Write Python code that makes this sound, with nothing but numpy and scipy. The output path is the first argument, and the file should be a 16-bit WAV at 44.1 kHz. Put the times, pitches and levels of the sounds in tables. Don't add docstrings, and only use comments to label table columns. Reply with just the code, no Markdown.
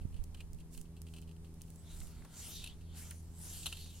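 import sys
import numpy as np
from scipy import signal
from scipy.fft import rfft, irfft, next_fast_len
from scipy.io import wavfile
from scipy.ndimage import uniform_filter1d

SR = 44100
rng = np.random.default_rng(int(sys.argv[2]) if len(sys.argv) > 2 else 0)


def materialize(psi):
    bounded = np.clip(np.atleast_2d(psi).T, -1, 1)
    quanta = np.round(bounded * 32767).astype(np.int16)
    wavfile.write(sys.argv[1], SR, quanta)


N = 176400
CONTACT_GRAINS_PER_S, CONTACT_SPREAD_DB = 22000, 1.5


def pulls():
    # (time [s], hiss [dB], ring [dB], rub [dB])
    strokes = [
        [(1.78, -90, -97, -81), (1.916, -66.5, -68, -69.5), (2.028, -64.5, -75.5, -70.5), (2.2, -77, -78, -72)],
        [(2.28, -81, -79, -75), (2.374, -59.5, -66.5, -64.5), (2.52, -56, -60, -65), (2.572, -58, -58, -81),
         (2.644, -66, -62, -67), (2.7, -76, -63, -73), (2.78, -84, -81.5, -78)],
        [(2.86, -110, -82, -96), (2.974, -60, -65, -66), (3.118, -63, -72.5, -69.5), (3.28, -82, -94, -92)],
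        [(3.3, -85, -85, -89), (3.422, -61, -71, -71.5), (3.472, -57.5, -66, -65.5), (3.556, -56, -56.5, -69.5),
         (3.632, -57, -60.5, -75), (3.712, -60.5, -60.5, -66.5), (3.862, -65, -64, -94), (4.0, -66.5, -67, -87)],
    ]
    # (frequency [Hz], level [dB])
    hiss = [(1500, -56), (2800, -18.5), (5000, -3), (6100, -0.5), (6700, -2.5), (7200, 2), (8500, -1),
            (9600, 0), (10700, -7.5), (11700, -1.5), (13300, -8.5), (14800, -9), (16000, -11.5)]
    # (frequency [Hz], level [dB])
    ring = [(1200, -20), (2200, -12), (2700, -2), (3150, 1.5), (3400, -1.5), (3750, 1.5), (4100, -2),
            (4450, 1.5), (5100, -12), (7000, -15), (12000, -36)]
    # (frequency [Hz], level [dB])
    rub = [(250, -16), (600, 4), (900, 4), (1150, 0), (1380, 5), (1650, 0.5), (2200, 1.5), (3500, -16)]
    scratches_per_s, fade_s = 220, 0.055
    t, out = clock(), 0
    sizes = undb(4.5 * np.minimum(rng.exponential(size=N), 3))
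    scratches = unit(sizes * (rng.random(N) < scratches_per_s / SR) * rng.choice([-1, 1], (2, N)))
    for column, (tone, gain_db) in enumerate([(hiss, 2.5), (ring, 0.5), (rub, -2)], 1):
        effort = 0
        for pull in map(np.array, strokes):
            outside = t - np.clip(t, pull[0, 0], pull[-1, 0])
            level = undb(gain_db + np.interp(t, pull[:, 0], pull[:, column]))
            effort = effort + level * np.exp(-(outside / fade_s) ** 2)
        friction = grains(9000, spread_db=2) + undb(-8.5) * scratches
        out = out + colour(effort * friction, tone)
    return out * waver(db=0.7, per_s=85)


def patchy(x):
    size = next_fast_len(N + SR // 10)
    octave = np.log2(np.arange(size // 2 + 1) * SR / size + 1)
    centres = np.linspace(np.log2(500), np.log2(16000), 20)
    spectrum = rfft(x, size)
    bands = (irfft(spectrum * np.interp(octave, centres, pick), size) for pick in np.eye(len(centres)))
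    return sum(band[:, :N] * waver(db=2.36, per_s=16) for band in bands)


def zips():
    # (time [s], level [dB], half length [s], pitch [Hz], glide [octaves/s])
    notes = [(.409, -55.5, 0.0052, 2687, 0), (1.798, -70.5, 0.021, 8000, 1.5),
             (1.909, -67, 0.046, 3800, 1.3), (2.398, -61, 0.019, 7300, -0.5), (2.451, -61, 0.024, 3010, -2),
             (2.475, -57, 0.022, 9280, -2), (2.5, -59, .012, 13400, 2), (2.608, -58, .035, 3650, -1),
             (2.71, -65.5, .02, 3190, 4), (2.929, -71, 0.043, 3390, 1), (3.027, -66.5, 0.032, 2020, 8),
             (3.11, -50, 0.0022, 9060, -1), (3.386, -66, 0.029, 7900, -.5), (3.526, -66, 0.043, 7140, -0.5),
             (3.81, -61, 0.032, 4340, 1.5), (3.974, -67, 0.028, 6800, 1)]
    width_hz = 560
    t, out = clock(), 0
    noise = rng.standard_normal((2, N)) + 1j * rng.standard_normal((2, N))
    band = signal.sosfilt(signal.butter(2, width_hz / 2, fs=SR, output="sos"), noise)
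    for s, db, half, hz, glide in notes:
        pitch = hz * 2 ** (glide * np.clip(t - s, -2 * half, 2 * half))
        note = unit(np.real(band * np.exp(2j * np.pi * np.cumsum(pitch) / SR)))
        out = out + note * undb(db) * swell(s, half)
    return out


def slaps():
    # (time [s], level [dB], decay [s])
    strikes = [(2.002, -65, 0.0023), (2.014, -63, 0.0037), (2.071, -64, .003), (2.6409, -42.5, 0.0043),
               (2.662, -47, .003), (2.6736, -44, 0.0028), (3.102, -60, 0.0018), (3.1095, -53.5, 0.0012),
               (3.631, -48.5, .003), (3.6585, -35, 0.0052), (3.6658, -32, 0.0021), (3.675, -59, .004),
               (3.7255, -41, 0.0044), (3.769, -51, 0.0061)]
    # (frequency [Hz], level [dB])
    tone = [(300, -21), (900, -15.5), (1800, -23), (2300, -1), (2750, 13), (3300, 5.5), (3800, 7),
            (4900, -6), (5700, -1.5), (6600, -9), (7600, -3), (8700, -12), (9550, 5.5), (10700, -15),
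            (11500, -2), (13000, -13.5), (16000, -15)]
    force = blows(strikes, attack_s=0.00017, tail_db=-12.5, tail_s=0.016)
    crack = force * grains(CONTACT_GRAINS_PER_S, CONTACT_SPREAD_DB)
    return colour(crack, tone) + undb(-7) * rod(crack)


def rod(push):
    # (pitch [Hz], level [dB], time to fade by 60 dB [s])
    modes = [(970, -50, 0.13), (2770, 19, 0.045), (2780, -11, .05), (3160, 12.5, .05), (4100, 14, 0.035),
             (4230, 3, 0.055), (8800, -12, 0.022)]
    age = np.arange(SR // 8) / SR
    ring = sum(undb(db - 60 * age / fade) * np.sin(2 * np.pi * hz * age) for hz, db, fade in modes)
    return signal.fftconvolve(push, ring[None] / np.sqrt(np.sum(ring ** 2)))[:, :N]


def knocks():
    # (time [s], level [dB], pitch [Hz])
    hits = [(0.3486, -59.5, 2120), (2.014, -57.5, 2000), (2.221, -61, 1500), (2.248, -55.5, 1110),
            (2.252, -59.5, 620), (3.111, -51.5, 1880), (3.657, -51, 1230), (3.666, -48, 930),
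            (3.726, -53.5, 1050)]
    decay_s = 0.0053
    contact, out = grains(CONTACT_GRAINS_PER_S, CONTACT_SPREAD_DB), 0
    for s, db, hz in hits:
        b, a = signal.iirpeak(hz, Q=0.77, fs=SR)
        body = unit(signal.lfilter(b, a, signal.lfilter(b, a, contact)))
        out = out + body * blows([(s, db, decay_s)], attack_s=0.0002, tail_db=-25.5, tail_s=0.024)
    return out


def ticks():
    # (time [s], level [dB], decay [s])
    touches = [(.2395, -48, 0.0014), (.5323, -52, .0012), (.546, -59, .002), (.6007, -60, 0.0022),
               (.7765, -46, 0.0016), (.8135, -44, 0.001), (1.018, -44, 0.00065), (1.217, -54, 0.0012),
               (1.322, -63, 0.00092), (1.5411, -61, .002), (1.6182, -42, 0.00072), (1.7030, -52, .0015),
               (1.7585, -57, 0.0023), (1.796, -63, 0.0023), (1.866, -66, 0.0011), (2.003, -47.5, 0.0017),
               (2.071, -52.5, 0.0013), (2.249, -60, 0.006), (3.1095, -46, 0.0016), (3.384, -56, .001)]
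    # (time [s], level [dB], half length [s])
    slides = [(0.743, -62.5, .018), (0.794, -67, 0.036), (1.144, -71.5, .07), (1.72, -72, 0.09)]
    # (frequency [Hz], level [dB])
    tone = [(300, -38), (1500, -14.5), (3000, -6.5), (4500, -3), (6000, 0), (9500, 3), (10800, -2.5),
            (12000, 0.5), (16000, -4)]
    force = blows(touches, attack_s=0.000067, tail_db=-22.5, tail_s=0.016)
    contact = force * grains(CONTACT_GRAINS_PER_S, CONTACT_SPREAD_DB)
    sliding = sum(undb(db) * swell(s, half) for s, db, half in slides)
    return colour(contact + sliding * grains(3000, spread_db=7.0), tone)


def creaks():
    # (time [s], level [dB], decay [s])
    shifts = [(.012, -66.5, 0.015), (.125, -69, 0.013), (.143, -62, 0.0072), (.163, -63.5, 0.022),
              (.3463, -50.5, 0.0035), (.37, -65, 0.033), (.398, -69, .005), (.4045, -53, 0.0094),
              (.585, -65, 0.011), (.603, -62.5, 0.009), (.7464, -59.5, 0.007), (.777, -55, 0.0066),
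              (.853, -65, 0.0091), (.9654, -62, 0.012), (1.0671, -60.5, 0.012), (1.085, -61.5, 0.005),
              (1.1375, -55.5, 0.0097), (1.1624, -58.5, 0.021), (1.1839, -56, 0.0044), (1.222, -63, 0.014),
              (1.2752, -65.5, 0.011), (1.2871, -60.5, 0.0086), (1.3126, -62.5, 0.0055),
              (1.3625, -63.5, .004), (1.4443, -65, 0.021), (1.61, -58.5, 0.0025), (1.636, -65, 0.0031),
              (1.679, -66, .005), (2.81, -64, 0.014), (3.86, -53, 0.0038)]
    # (frequency [Hz], level [dB])
    tone = [(400, -3.5), (1500, -9.5), (2200, -13), (2620, 4), (3100, 4), (3600, -5.5), (4200, -0.5),
            (5300, -11), (7000, -11), (8300, -6), (9500, -5.5), (10700, -20), (12000, -11), (16000, -17)]
    force = blows(shifts, attack_s=0.00063, tail_db=-39.5, tail_s=0.042)
    return colour(force * grains(3100, spread_db=7.5), tone)


def wind():
    # (time [s], level [dB])
    gusts = [(0, -52), (.2, -50), (.35, -52), (.6, -52), (.92, -56.5), (1.5, -57), (1.88, -57), (2.03, -49),
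             (2.2, -53), (2.32, -61), (2.5, -53.5), (3.2, -58.5), (4, -57)]
    # (frequency [Hz], level [dB])
    tone = [(10, -3.5), (25, 3.5), (45, 2.5), (70, 0.5), (120, -18), (250, -28), (600, -67.5)]
    strength = undb(np.interp(clock(), *np.array(gusts).T))
    mid, side = colour(rng.standard_normal((2, N)), tone) * strength
    return (mid + undb(-5.5) * side * np.array([[1], [-1]])) * pan(-3)


def puffs():
    # (time [s], level [dB], width [s])
    swirls = [(0.018, -36, 0.0021), (0.0539, -26.5, 0.0015), (0.152, -34, .004), (0.206, -29.5, 0.0048),
              (.551, -36.5, 0.0043), (.791, -38, 0.0071), (2.03, -37, 0.0072)]
    left_db, pressure = -26.5, 0
    for s, db, width in swirls:
        x = (clock() - s) / width
        pressure = pressure - 2 * undb(db) * x / (1 + x ** 2) * np.exp(-(x / 5) ** 2)
    return pressure * np.array([[undb(left_db)], [1]])


def motor():
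    # (multiple of the firing rate, level [dB])
    harmonics = [(2, 0), (3, -11.5), (4, -17.5), (5, -16.5), (6, -27.5), (7, -31)]
    # (time [s], low note [dB], overtones [dB])
    loudness = [(0.1, -49.5, -57.5), (0.22, -50, -60.5), (0.74, -65.5, -55.5), (1.04, -50.5, -55.5),
                (1.1, -51.5, -51.5), (1.88, -57.5, -58.5), (2.22, -56.5, -57.5), (2.26, -64.5, -62.5),
                (2.49, -53, -60), (2.76, -55, -58.5), (2.93, -49.5, -57), (4.0, -53.5, -60.5)]
    firing_hz, drift = 81.8, 0.0031
    t = clock()
    s, low_db, high_db = np.array(loudness).T
    phase = 2 * np.pi * np.cumsum(firing_hz * (1 + drift * walk(6))) / SR
    tone = lambda k: np.sqrt(2) * np.cos(k * phase) * waver(db=1, per_s=8.3)
    overtones = sum(undb(db) * tone(k) for k, db in harmonics) * undb(np.interp(t, s, high_db) - 1.5)
    low_note = tone(1) * undb(np.interp(t, s, low_db) - 0.5)
    return (low_note + overtones) * waver(db=0.5, per_s=25)


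def air():
    # (frequency [Hz], level [dB])
    tone = [(30, 2), (110, 2), (190, -0.5), (280, -8.5), (400, -12), (550, -18), (900, -19.5),
            (1400, -27.5), (2300, -30.5), (6000, -34.5), (9400, -34.5), (10700, -40.5), (13500, -41),
            (16000, -53)]
    # (frequency [Hz], side minus middle [dB])
    width = [(60, -14), (300, -13.5), (1000, -5.5), (3000, -0.5), (9000, 8)]
    noise = colour(rng.standard_normal((2, N)), tone)
    return spread(noise, width) * undb(-59) * waver(db=0.65, per_s=3.19)


def grains(per_s, spread_db):
    size = undb(spread_db * rng.exponential(size=N)) * (rng.random(N) < per_s / SR)
    force = np.sqrt(np.abs(uniform_filter1d(size ** 2, int(0.003 * SR))) + 1e-6)
    return unit(size / force * rng.choice([-1, 1], (2, N)))


def blows(rows, attack_s, tail_db, tail_s):
    power = np.zeros(N)
    age = np.arange(SR // 6) / SR
    rise = np.minimum(age / attack_s, 1)
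    tail = undb(tail_db) * np.exp(-age / tail_s)
    for start, db, decay in rows:
        fall = np.exp(-np.maximum(age - attack_s, 0) / decay)
        shape = undb(db) * rise * (fall + tail)
        i = int(start * SR)
        power[i:i + len(age)] += shape[:N - i] ** 2
    return np.sqrt(power)


def swell(peak_s, half_s):
    return np.exp(-((clock() - peak_s) / half_s) ** 2 / 2)


def walk(per_s):
    knots = rng.standard_normal(1024)
    smooth = signal.resample_poly(knots, 8, 1)
    return unit(np.interp(clock() * per_s, np.arange(len(smooth)) / 8, smooth))


def waver(db, per_s):
    return undb(db * walk(per_s))


def colour(x, points):
    cepstrum = irfft(np.log(unit(response(points))))
    cepstrum[1:N] *= 2
    cepstrum[N + 1:] = 0
    return irfft(rfft(x, 2 * N) * np.exp(rfft(cepstrum)))[..., :N]


def spread(pair, width):
    mid, side = rfft(pair, 2 * N)
    side = side * response(width)
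    return irfft(np.array([mid + side, mid - side]))[:, :N]


def response(points):
    hz, db = np.array(points, float).T
    return undb(np.interp(np.log(np.arange(N + 1) * SR / (2 * N) + 1), np.log(hz), db))


def pan(db):
    return undb(np.array([[db], [-db]]) / 2)


def undb(db):
    return 10 ** (np.asarray(db) / 20)


def unit(x):
    return x / np.sqrt(np.mean(x ** 2))


def clock():
    return np.arange(N) / SR


def scene():
    # (frequency [Hz], side minus middle [dB])
    width = [(500, -12), (3000, -11), (5000, -6), (8000, 0), (12000, -8)]
    sources = [(patchy(pulls()) + zips(), 0.3), (slaps() + knocks(), 1.5),
               (ticks(), -3.5), (creaks(), -0.5)]
    near = sum(spread(sound, width) * pan(left_db) for sound, left_db in sources)
    return near + motor() + wind() + puffs() + air()


def record(dry):
    # (frequency [Hz], left minus right [dB])
    balance = [(200, 0), (2500, -0.5), (4000, -0.3), (7300, -2.5), (8700, -3), (9300, 2), (9900, 15.5),
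               (10700, -17.5), (11600, 11), (12600, 4), (15000, -0.5)]
    left_lag_s, top_hz = 0.00002, 15900
    hz = np.arange(N + 1) * SR / (2 * N)
    gain = np.sqrt(response(balance))
    openings = np.array([gain * np.exp(-2j * np.pi * hz * left_lag_s), 1 / gain])
    heard = irfft(rfft(dry, 2 * N) * openings)[:, :N]
    return signal.sosfilt(signal.ellip(10, .1, 80, top_hz, fs=SR, output="sos"), heard)


dry = scene()
out = record(dry)
materialize(out)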